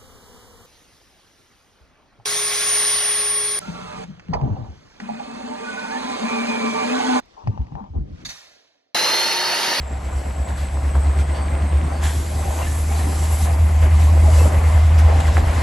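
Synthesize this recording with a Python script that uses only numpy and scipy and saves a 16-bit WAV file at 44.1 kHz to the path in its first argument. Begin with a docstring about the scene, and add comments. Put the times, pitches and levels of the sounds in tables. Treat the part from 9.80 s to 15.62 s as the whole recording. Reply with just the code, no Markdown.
"""A deep diesel exhaust throb rules: locomotives speed up behind trees, heard from a car keeping pace.
Each firing is one cycle of a tone; unequal cylinders make it swell and hurry once an engine cycle.
Shaped noise gives the engines' growl, wind at the open window, the roar of wheels and tyres, and hiss.
Resonated noise gives a turbocharger whine and a venting valve; wavering tones give brief wheel squeals.
Short bursts of pitch give road bumps, knocks from the running gear and grit ticking on the car."""
import sys
import numpy as np
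from scipy import signal
from scipy.io import wavfile
from scipy.ndimage import uniform_filter1d

SR = 44100
rng = np.random.default_rng(int(sys.argv[2]) if len(sys.argv) > 2 else 0)


def dump(signal):
    """Clip the signal to [-1, 1] and save it as 16-bit WAV at the path in sys.argv[1]."""
    limited = np.clip(np.atleast_2d(signal).T, -1, 1)
    pcm = np.round(limited * 32767).astype(np.int16)
    wavfile.write(sys.argv[1], SR, pcm)


N = 256662  # length in samples

# Rolling roar before splashes, throb and body resonances: t/s, level/dB, brightness/(dB per octave)
ROLLING_CURVE = [(0.0, -40, -0.5), (0.37, -36.5, -1.5), (0.88, -38, -1.5), (1.52, -34, -1),
                 (2.12, -35, 0.5), (2.3, -41.5, 0.5), (2.55, -35.5, -1), (2.82, -33, 2), (2.95, -37.5, 2.5),
                 (3.14, -37.5, 0), (3.29, -35.5, 1), (3.78, -35, 1), (4.08, -35, 2.5), (4.6, -31.5, -1),
                 (4.97, -33, 1.5), (5.2, -31.5, -0.5), (5.55, -30.5, -2), (5.82, -29.5, 1.5)]


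def gain_of(db):
    """Turns decibels into an amplitude factor."""
    return 10 ** (np.asarray(db) / 20)


def evened(x):
    """Scales a signal to rms 1."""
    return x / np.sqrt(np.mean(x ** 2) + 1e-20)


def read(points, hz):
    """Reads a spectrum at hz, interpolating on a log-frequency axis."""
    f, value = np.transpose(points)
    return np.interp(np.log(hz + 1), np.log(f + 1), value)


def columns(rows, t):
    """Reads every column of a time curve at times t."""
    s, *values = np.transpose(rows)
    return [np.interp(t, s, v) for v in values]


def resonate(x, hz, width):
    """Shifts hz down to zero, smooths, and shifts back: a resonance of gain 1, width in Hz."""
    turn = np.exp(2j * np.pi * np.cumsum(hz * np.ones(x.shape[-1])) / SR)
    r = np.exp(-np.pi * width / SR)
    smooth = signal.lfilter([1 - r], [1, -r], x / turn)
    return 2 * (turn * smooth).real


def wobble(count, span):
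    """Slow random drift of rms 1: white noise averaged twice over span points."""
    span = max(int(span), 1)
    drift = uniform_filter1d(rng.standard_normal(count), span)
    return evened(uniform_filter1d(drift, span))


def noise(colour, curve, band, pivot_hz, patchy_db, flicker_db, size):
    """Stereo noise: a spectrum tilted about a pivot, random patches and a flicker shared by all pitches."""
    # Likeness of left and right: f/Hz, correlation
    likeness = [(200, 1), (260, .93), (350, .7), (500, .45), (900, .38), (1460, .3), (2080, .72),
                (3000, .76), (4200, .82), (6200, .78), (8200, .55), (9800, .36), (11000, .45), (12000, .62)]
    # Stereo lean: f/Hz, left over right/dB
    lean = [(210, 0), (300, 1.1), (1000, 1), (4000, .8), (6200, .4), (8000, -1), (12000, .2)]
    hop, hz = size // 4, np.fft.rfftfreq(size, 1 / SR)
    frames = N // hop + 5
    a, b, c, d, patches = rng.standard_normal((frames, len(hz), 5)).T
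    patches = uniform_filter1d(uniform_filter1d(patches, 2560 // hop, 1), size // 80, 0)
    patches = evened(patches)

    level_db, *tilt = columns(curve, np.arange(frames) * hop / SR)
    octaves = np.log2(hz / pivot_hz + .01)[:, None]
    shape = gain_of(read(colour, hz)[:, None] + octaves * sum(tilt, np.zeros(frames)))
    inside = (hz >= band[0]) & (hz <= band[1])
    shape /= np.sqrt((shape[inside] ** 2).sum(0) / 1.5)  # the named band gets rms 1

    same = np.clip(read(likeness, hz), -1, 1)[:, None]
    left = a + 1j * b
    right = same * left + np.sqrt(1 - same ** 2) * (c + 1j * d)
    z = np.array([left, right])
    z *= gain_of(read(lean, hz)[:, None] * np.array([.5, -.5])[:, None, None])
    z *= shape * gain_of(level_db + patchy_db * patches + flicker_db * wobble(frames, 1024 // hop))
    return signal.istft(z, nperseg=size, noverlap=size - hop)[1][:, :N]


def exhaust():
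    """One boom a firing; unequal cylinders make it swell and hurry once a cycle. Also gives that swell."""
    # Engine speed: t/s, firing rate f/Hz
    speed = [(0, 67.8), (.4, 68.62), (1.6, 72.5), (2.2, 75.04), (2.5, 75.72), (3.4, 77), (4.4, 78),
             (4.8, 78.18), (5.4, 78.96), (5.82, 79.38)]
    # Exhaust: t/s, level/dB, uneven strength of the cylinders/(0 to 1)
    load = [(0, -25, 0.07), (.25, -28, 0.76), (.37, -22, 0.36), (.48, -26.5, 0.64), (.6, -22.5, 0.72),
            (.9, -24.5, 0.34), (1.1, -17, 0.42), (1.4, -16.5, 0.46), (1.6, -21.5, 0.24), (2, -17, 0.3),
            (2.1, -22.5, 0.03), (2.25, -18.5, 0.15), (2.42, -20.5, .3), (2.5, -25, 0.2), (2.6, -21.5, 0.1),
            (2.72, -23, 0.2), (2.8, -21.5, 0), (3.15, -17.5, 0.2), (3.35, -19.5, 0), (3.52, -18.5, 0.44),
            (3.8, -14, 0.3), (3.9, -15, 0.14), (4.1, -11.5, 0.3), (4.3, -11, 0.1), (4.62, -9.5, 0.1),
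            (4.7, -15.5, 0.5), (4.8, -15, 0.25), (4.9, -12, 0.25), (5.2, -10.5, 0.08), (5.3, -10.5, 0.23),
            (5.4, -16, 0.3), (5.55, -13.5, 0.5), (5.65, -18, 0.36), (5.82, -17.5, 0.1)]
    # Weaker tones: multiple of the cycle rate, level under the firing tone/dB
    orders = [(15, -31), (16, -29.5)]
    cylinders = 8  # firings in one engine cycle
    strong_rad = 1.05  # place of the strongest cylinder in the cycle
    slow_hz, fast_hz = 75.5, 77.3  # the timing shifts between these firing rates
    early_slow_rad, early_fast_rad = 0.26, 0.36  # depth of the uneven timing
    place_slow_rad, place_fast_rad = 1.3, .8  # place of the earliest cylinder in the cycle

    t = np.arange(N) / SR
    (hz,), (level_db, uneven) = columns(speed, t), columns(load, t)
    slow = np.clip((fast_hz - hz) / (fast_hz - slow_hz), 0, 1)
    early = early_fast_rad + (early_slow_rad - early_fast_rad) * slow
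    place = place_fast_rad + (place_slow_rad - place_fast_rad) * slow
    cycle = 2 * np.pi * np.cumsum(hz / cylinders) / SR
    strength = 1 + uneven * np.cos(cycle - strong_rad)
    boom = strength * np.cos(cylinders * cycle + early * np.cos(cycle - place))
    boom += sum(gain_of(db) * np.cos(order * cycle) for order, db in orders)
    level = np.sqrt(2) * gain_of(level_db + .35 * wobble(N, 1500))
    return level * boom, np.maximum(strength, .1)


def engine_growl(throb, chatter):
    """Low engine noise that swells with the strong cylinders and shakes with uneven combustion."""
    # Growl before throb and chatter: t/s, level/dB, brightness/(dB per octave)
    droning = [(0, -46, -7), (.11, -42.5, 3), (.7, -42, -0.5), (1.3, -37, 2.5), (1.7, -37, 1),
               (2.06, -32, 0.5), (2.22, -38, 4), (2.9, -37.5, 3), (3.1, -39.5, 0), (3.29, -32.5, 3),
               (3.4, -38, 1.2), (4.2, -39, 2), (4.65, -32, 1), (4.76, -31, 3), (4.82, -35.5, -4),
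               (5.2, -45, 2), (5.32, -36.5, 1.5), (5.82, -35, 4)]
    # Growl spectrum before the tilt: f/Hz, level/dB
    drone = [(70, -8), (110, 1.5), (160, -0.5), (250, -4), (360, -5), (450, -20), (900, -82)]
    growl = noise(drone, droning, (110, 380), 200, patchy_db=1.5, flicker_db=1.0, size=1024)
    return growl * chatter * throb ** 0.6  # the power sets how closely it follows the cylinders


def wind():
    """Gusts rumble at the open window: low noise with a peak near 50 Hz."""
    # Gusts: t/s, level/dB, brightness/(dB per octave)
    gusts = [(0.0, -48, -1), (0.18, -40, 1), (0.36, -37, -4), (0.5, -42, 3.5), (1.25, -34.5, -0.5),
             (1.6, -36.5, 1), (1.99, -43, 1.5), (2.11, -35.5, -2), (2.59, -38, 2.5), (2.8, -36.5, -1),
             (3.5, -35, 0.5), (3.91, -36, 1.5), (4.1, -33, 0), (4.5, -29, -0.5), (4.8, -29, -0.5),
             (5.3, -29.5, -1), (5.82, -29, -0.5)]
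    # Wind spectrum before the tilt: f/Hz, level/dB
    rumble = [(15, -45), (25, -31), (36, -16), (47, 0), (58, 1), (75, -9), (95, -7), (125, -15), (200, -20),
              (350, -30), (700, -88)]
    return noise(rumble, gusts, (25, 55), 60, patchy_db=1.5, flicker_db=.8, size=2048)


def rolling_roar(throb, chatter, splash):
    """Wheel and tyre noise, coloured by drifting cabin and car-body resonances."""
    # Roar spectrum before tilt and resonances: f/Hz, level/dB
    roar_colour = [(80, -38), (160, -17), (300, -19), (420, -8.5), (560, -4), (700, -1.5), (800, -5),
                   (950, -6.5), (1050, -7), (1450, -15), (2050, -15.5), (3200, -26.5), (6000, -67)]
    # Cabin and car-body resonances: f/Hz, width/Hz, level/dB
    body = [(660, 7.8, -10), (783, 8.7, 1), (1019, 10.3, 1), (2067, 8.5, 6.5)]
    roar = noise(roar_colour, ROLLING_CURVE, (400, 1500), 800, patchy_db=1.4, flicker_db=.4, size=512)
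    roar *= splash
    roar += sum(gain_of(db) * resonate(roar, hz * (1 + 0.0065 * wobble(N, 2400)), width)
                for hz, width, db in body)
    return roar * chatter * throb ** 0.095  # follows the cylinders faintly


def spray_hiss(throb, splash):
    """Bright noise of spray and air that follows the splashes and, a little, the exhaust throb."""
    # Hiss before splashes and throb: t/s, level/dB, brightness/(dB per octave)
    hissing = [(0, -55, -6), (.42, -49, -2.5), (.66, -52.5, -3.5), (1.15, -49, -3.5), (1.5, -50, -5),
               (2.21, -49, -3.5), (2.235, -40, 0), (2.56, -44.5, 1.5), (2.84, -41.5, 2), (3.01, -43.5, 3),
               (3.18, -43, 1), (3.65, -39, 4), (3.78, -47.5, 1.5), (4.4, -44.5, -1), (4.7, -38, 2),
               (5.12, -45.5, -3.5), (5.4, -42, -4.5), (5.82, -41, -3)]
    # Hiss spectrum before the tilt, with a narrow gap near 9 kHz: f/Hz, level/dB
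    hiss_colour = [(700, -7), (1500, 11), (3000, 8), (6000, 6), (8000, 11.5), (8700, 5.5), (9150, -72),
                   (9650, 6), (10000, 9), (11500, 7.5), (12200, -4), (13000, -22)]
    hiss = noise(hiss_colour, hissing, (3000, 7200), 5000, patchy_db=1.5, flicker_db=.5, size=512)
    return hiss * splash * throb ** 0.24


def splashes():
    """Tyres throw up slush: fast-rising, slower-falling gains for the hiss and the roar."""
    # Splashes: t of the peak/s, length/s, swell of the hiss/dB, swell of the roar/dB (negative dips)
    slush = [(0.686, 0.033, 5.5, 2.5), (0.783, 0.066, 7, 1), (1.155, 0.014, 2, 6), (1.396, 0.036, 5.5, 0),
             (1.558, 0.04, 5.5, 0.5), (2.25, 0.11, 3, 5.5), (3.135, 0.14, 2, 5), (3.436, 0.034, 1.5, 4),
             (3.675, 0.04, -1.5, 5.5), (4.029, 0.036, 3, 4.5), (4.208, 0.06, 6, 1.5), (4.573, 0.25, 2.5, 2),
             (4.716, 0.17, -8, 2), (5.188, 0.022, 7.5, -1), (5.288, 0.041, -0.5, 5),
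             (5.404, 0.0097, 7, 3.5), (5.475, 0.017, 3.5, -1), (5.578, 0.0063, 4, 10)]
    rise_share = 0.33  # a splash rises in this share of its length
    t = np.arange(0, N / SR + .002, .002)
    db = 0
    for s, length, *swell_db in slush:
        span = np.where(t < s, rise_share * length, length)
        db = db + np.outer(swell_db, np.exp(-((t - s) / span) ** 2))
    return [np.interp(np.arange(N) / SR, t, gain) for gain in gain_of(db)]


def turbo():
    """A fuzzy whistle, noise through a gliding resonance, that climbs with the engine and flutters."""
    # Turbocharger whine: t/s, f/Hz, level/dB
    whistle = [(0, 7620, -51), (.5, 7800, -50), (1, 7960, -48), (1.5, 8160, -48), (2, 8330, -51),
               (2.4, 8420, -56), (2.8, 8500, -70)]
    hz, level_db = columns(whistle, np.arange(N) / SR)
    air = rng.standard_normal((2, N))
    shared_air = air + .45 * air[::-1]  # the sides share part of their noise
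    whine = resonate(resonate(shared_air, hz, 420), hz, 420)
    return evened(whine) * gain_of(level_db + 2.5 * wobble(N, 900))


def blast():
    """A valve vents: resonated air noise with a quick rise, short hold and sputtering fade."""
    # Resonances of the vented air: f/Hz, width/Hz, level/dB
    vent = [(1780, 660, -38), (3250, 1000, -39.5)]
    start_s, rise_s, fade_start_s, fade_s = 2.228, 0.005, 0.052, 0.042  # fade start counts from the start
    t, air = np.arange(N) / SR - start_s, rng.standard_normal(N)
    shape = np.clip(t / rise_s, 0, 1) * np.exp(-np.maximum(t - fade_start_s, 0) / fade_s)
    shape *= gain_of(3 * wobble(N, 120))  # it sputters
    return shape * sum(gain_of(db) * evened(resonate(resonate(air, hz, width), hz, width))
                       for hz, width, db in vent)


def squeals():
    """Wavering tones of steel on steel that start firmly and fade."""
    # Wheel squeals: t/s, length/s, f/Hz, waver/Hz, level/dB
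    squeal_rows = [(.355, .07, 5600, 120, -58), (1.045, .016, 1850, 40, -42), (1.492, .022, 1950, 40, -40),
                   (1.535, .16, 4540, 30, -50.5), (2.12, .13, 4540, 45, -53), (2.82, .045, 2780, 30, -44),
                   (2.848, .15, 1770, 35, -44), (3.14, .08, 4500, 35, -47.5), (3.15, .09, 4030, 40, -48.5),
                   (3.09, .06, 2250, 30, -45), (3.19, .05, 1850, 25, -44), (1.71, .05, 2080, 30, -46),
                   (4.52, .14, 2080, 30, -46), (4.83, .08, 2080, 30, -45), (5.801, .016, 2130, 30, -36),
                   (4.59, .06, 2630, 18, -40), (4.53, .035, 2950, 30, -44), (4.39, .04, 2080, 30, -43)]
    out = np.zeros(N)
    for s, length, hz, waver_hz, db in squeal_rows:
        count = round(length * SR)
        tone = np.sin(2 * np.pi * np.cumsum(hz + waver_hz * wobble(count, 150)) / SR)
        fade_db = np.linspace(3, -7, count) + 1.5 * wobble(count, 400) + 2.5 * wobble(count, 70)
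        fade = signal.windows.tukey(count, .25) * gain_of(fade_db)
        out[round(s * SR):][:count] += np.sqrt(2) * gain_of(db) * tone * fade
    return out


def bursts(rows):
    """Soft-edged bursts of a single pitch, each a cosine under a bell-shaped envelope."""
    t = np.arange(N) / SR
    return sum(gain_of(db) * np.cos(2 * np.pi * hz * (t - s)) * np.exp(-((t - s) / length) ** 2)
               for s, hz, length, db in rows)


def road_bumps():
    """Bumps in the road give deep thumps."""
    # Bumps: t of the peak/s, f/Hz, length/s, peak level/dB
    bump_rows = [(1.169, 61.5, 0.055, -21), (1.955, 67.5, 0.06, -19), (3.833, 82.7, 0.16, -21),
                 (4.02, 47, 0.058, -18.5), (5.305, 58, 0.15, -21.5)]
    return bursts(bump_rows)


def gear_knocks():
    """The running gear gives short hollow knocks."""
    # Knocks: t of the peak/s, f/Hz, length/s, peak level/dB
    knock_rows = [(1.285, 300, 0.01, -29), (1.44, 523, 0.0083, -33), (1.61, 240, 0.01, -38),
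                  (2.225, 695, 0.0095, -31.5), (2.335, 660, .008, -37), (2.791, 915, 0.011, -37),
                  (2.814, 630, 0.012, -32), (3.115, 794, 0.01, -30), (3.273, 296, 0.0071, -23),
                  (3.609, 775, 0.0084, -27.5), (4.073, 373, 0.01, -31), (4.29, 1095, .01, -31.5),
                  (4.355, 290, 0.0071, -27.5), (4.4, 620, 0.0095, -27.5), (4.46, 830, 0.0093, -27),
                  (4.49, 640, 0.014, -24.5), (4.582, 685, 0.013, -44), (4.612, 495, .012, -27),
                  (4.659, 565, 0.0068, -22), (4.732, 605, .012, -24), (5.49, 1060, 0.0093, -26)]
    return bursts(knock_rows)


def grit(swell):
    """Dull ticks on the bodywork, the larger ones listed, over a patter of small ones that ring loose panels."""
    # Larger ticks: t/s, approximate peak level/dB, f/Hz
    ticks = [(.301, -29, 1400), (.509, -28, 2200), (.688, -27, 2600), (.705, -28, 1500), (.886, -29, 2200),
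             (.972, -24, 1000), (1.092, -29, 1700), (1.179, -25, 800), (1.27, -30, 3300), (1.301, -26, 900),
             (1.39, -27, 1900), (1.153, -20, 1100), (1.156, -19, 900), (1.226, -28, 1400),
             (1.371, -27, 1400), (1.499, -27, 1800), (1.561, -27, 2800), (1.683, -28, 2300),
             (1.752, -27, 2200), (1.822, -26, 2000), (1.925, -28, 2000), (2.014, -25, 2000),
             (2.048, -28, 1600), (2.255, -21, 1900), (2.267, -21, 2300), (2.625, -25, 1400),
             (2.64, -26, 1100), (2.79, -26, 2000), (2.818, -24, 1700), (3.123, -23, 1900),
             (3.332, -24, 1100), (3.657, -25, 1400), (4.608, -19, 900), (4.744, -22, 1800),
             (4.978, -24, 1400), (5.273, -22, 900), (5.311, -18, 900), (5.39, -22, 1400),
             (5.442, -21, 1300), (5.482, -20, 1100), (5.737, -21, 1100), (5.569, -9, 1400),
             (5.572, -17, 1700)]
    # Loose panels: f/Hz, ring length/cycles
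    panels = [(300, 1.54), (532, 3.5), (668, 12), (783, 1.2), (1070, 1.2), (1310, 0.47), (1780, 1.3),
              (2290, 0.98), (1500, 7), (1700, 8), (1950, 9), (2100, 10), (2450, 5), (2000, .5)]
    t, out = np.arange(-400, 400) / SR, np.zeros(N + 800)

    def tick(hz, cycles):
        """A sine under a bell-shaped envelope, its length set in cycles."""
        return np.sin(2 * np.pi * hz * t) * np.exp(-(t * hz / cycles) ** 2)

    for s, db, hz in ticks:
        start = round((s + .0007) * SR) - 400
        out[start:][:len(t)] += gain_of(db + 3) * tick(hz, .45)  # +3 dB: the envelope lowers the peak

    hits = rng.random(N) < 350 / SR  # 350 small hits a second on average
    size = gain_of(3 * np.minimum(rng.exponential(1, N), 2)) * hits
    roar_db = columns(ROLLING_CURVE, np.arange(N) / SR)[0]
    size *= gain_of(roar_db - 11.0) * swell  # louder roar, harder patter
    kind = rng.integers(0, len(panels), N)
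    for k, (hz, cycles) in enumerate(panels):
        ring = tick(hz, cycles) / np.sqrt(1 + cycles / 3)
        out[:N] += signal.oaconvolve(size * (kind == k), ring)[:N]
    return out[:N] * gain_of([[.5], [-.5]])  # leans to the left


def scene():
    """Mixes at the car window: exhaust in the middle, roar and hiss spread."""
    booms, throb = exhaust()
    chatter = gain_of(1.3 * wobble(N, 100))  # uneven combustion shakes growl and roar together
    hiss_splash, roar_splash = splashes()
    engines = booms + engine_growl(throb, chatter) + turbo()
    rolling = rolling_roar(throb, chatter, roar_splash) + squeals() + road_bumps() + gear_knocks()
    air = wind() + spray_hiss(throb, hiss_splash) + blast()
    return engines + rolling + air + grit(roar_splash)


def record(dry):
    """The microphone sheds the lowest bass; a steep low-pass then limits the treble."""
    lean = signal.sosfilt(signal.butter(3, 37, "high", fs=SR, output="sos"), dry)
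    low_pass = signal.firwin(511, 12850, window=("kaiser", 9), fs=SR)  # edge in Hz
    return signal.oaconvolve(lean, low_pass[None], "same")


dry = scene()
out = record(dry)
dump(out)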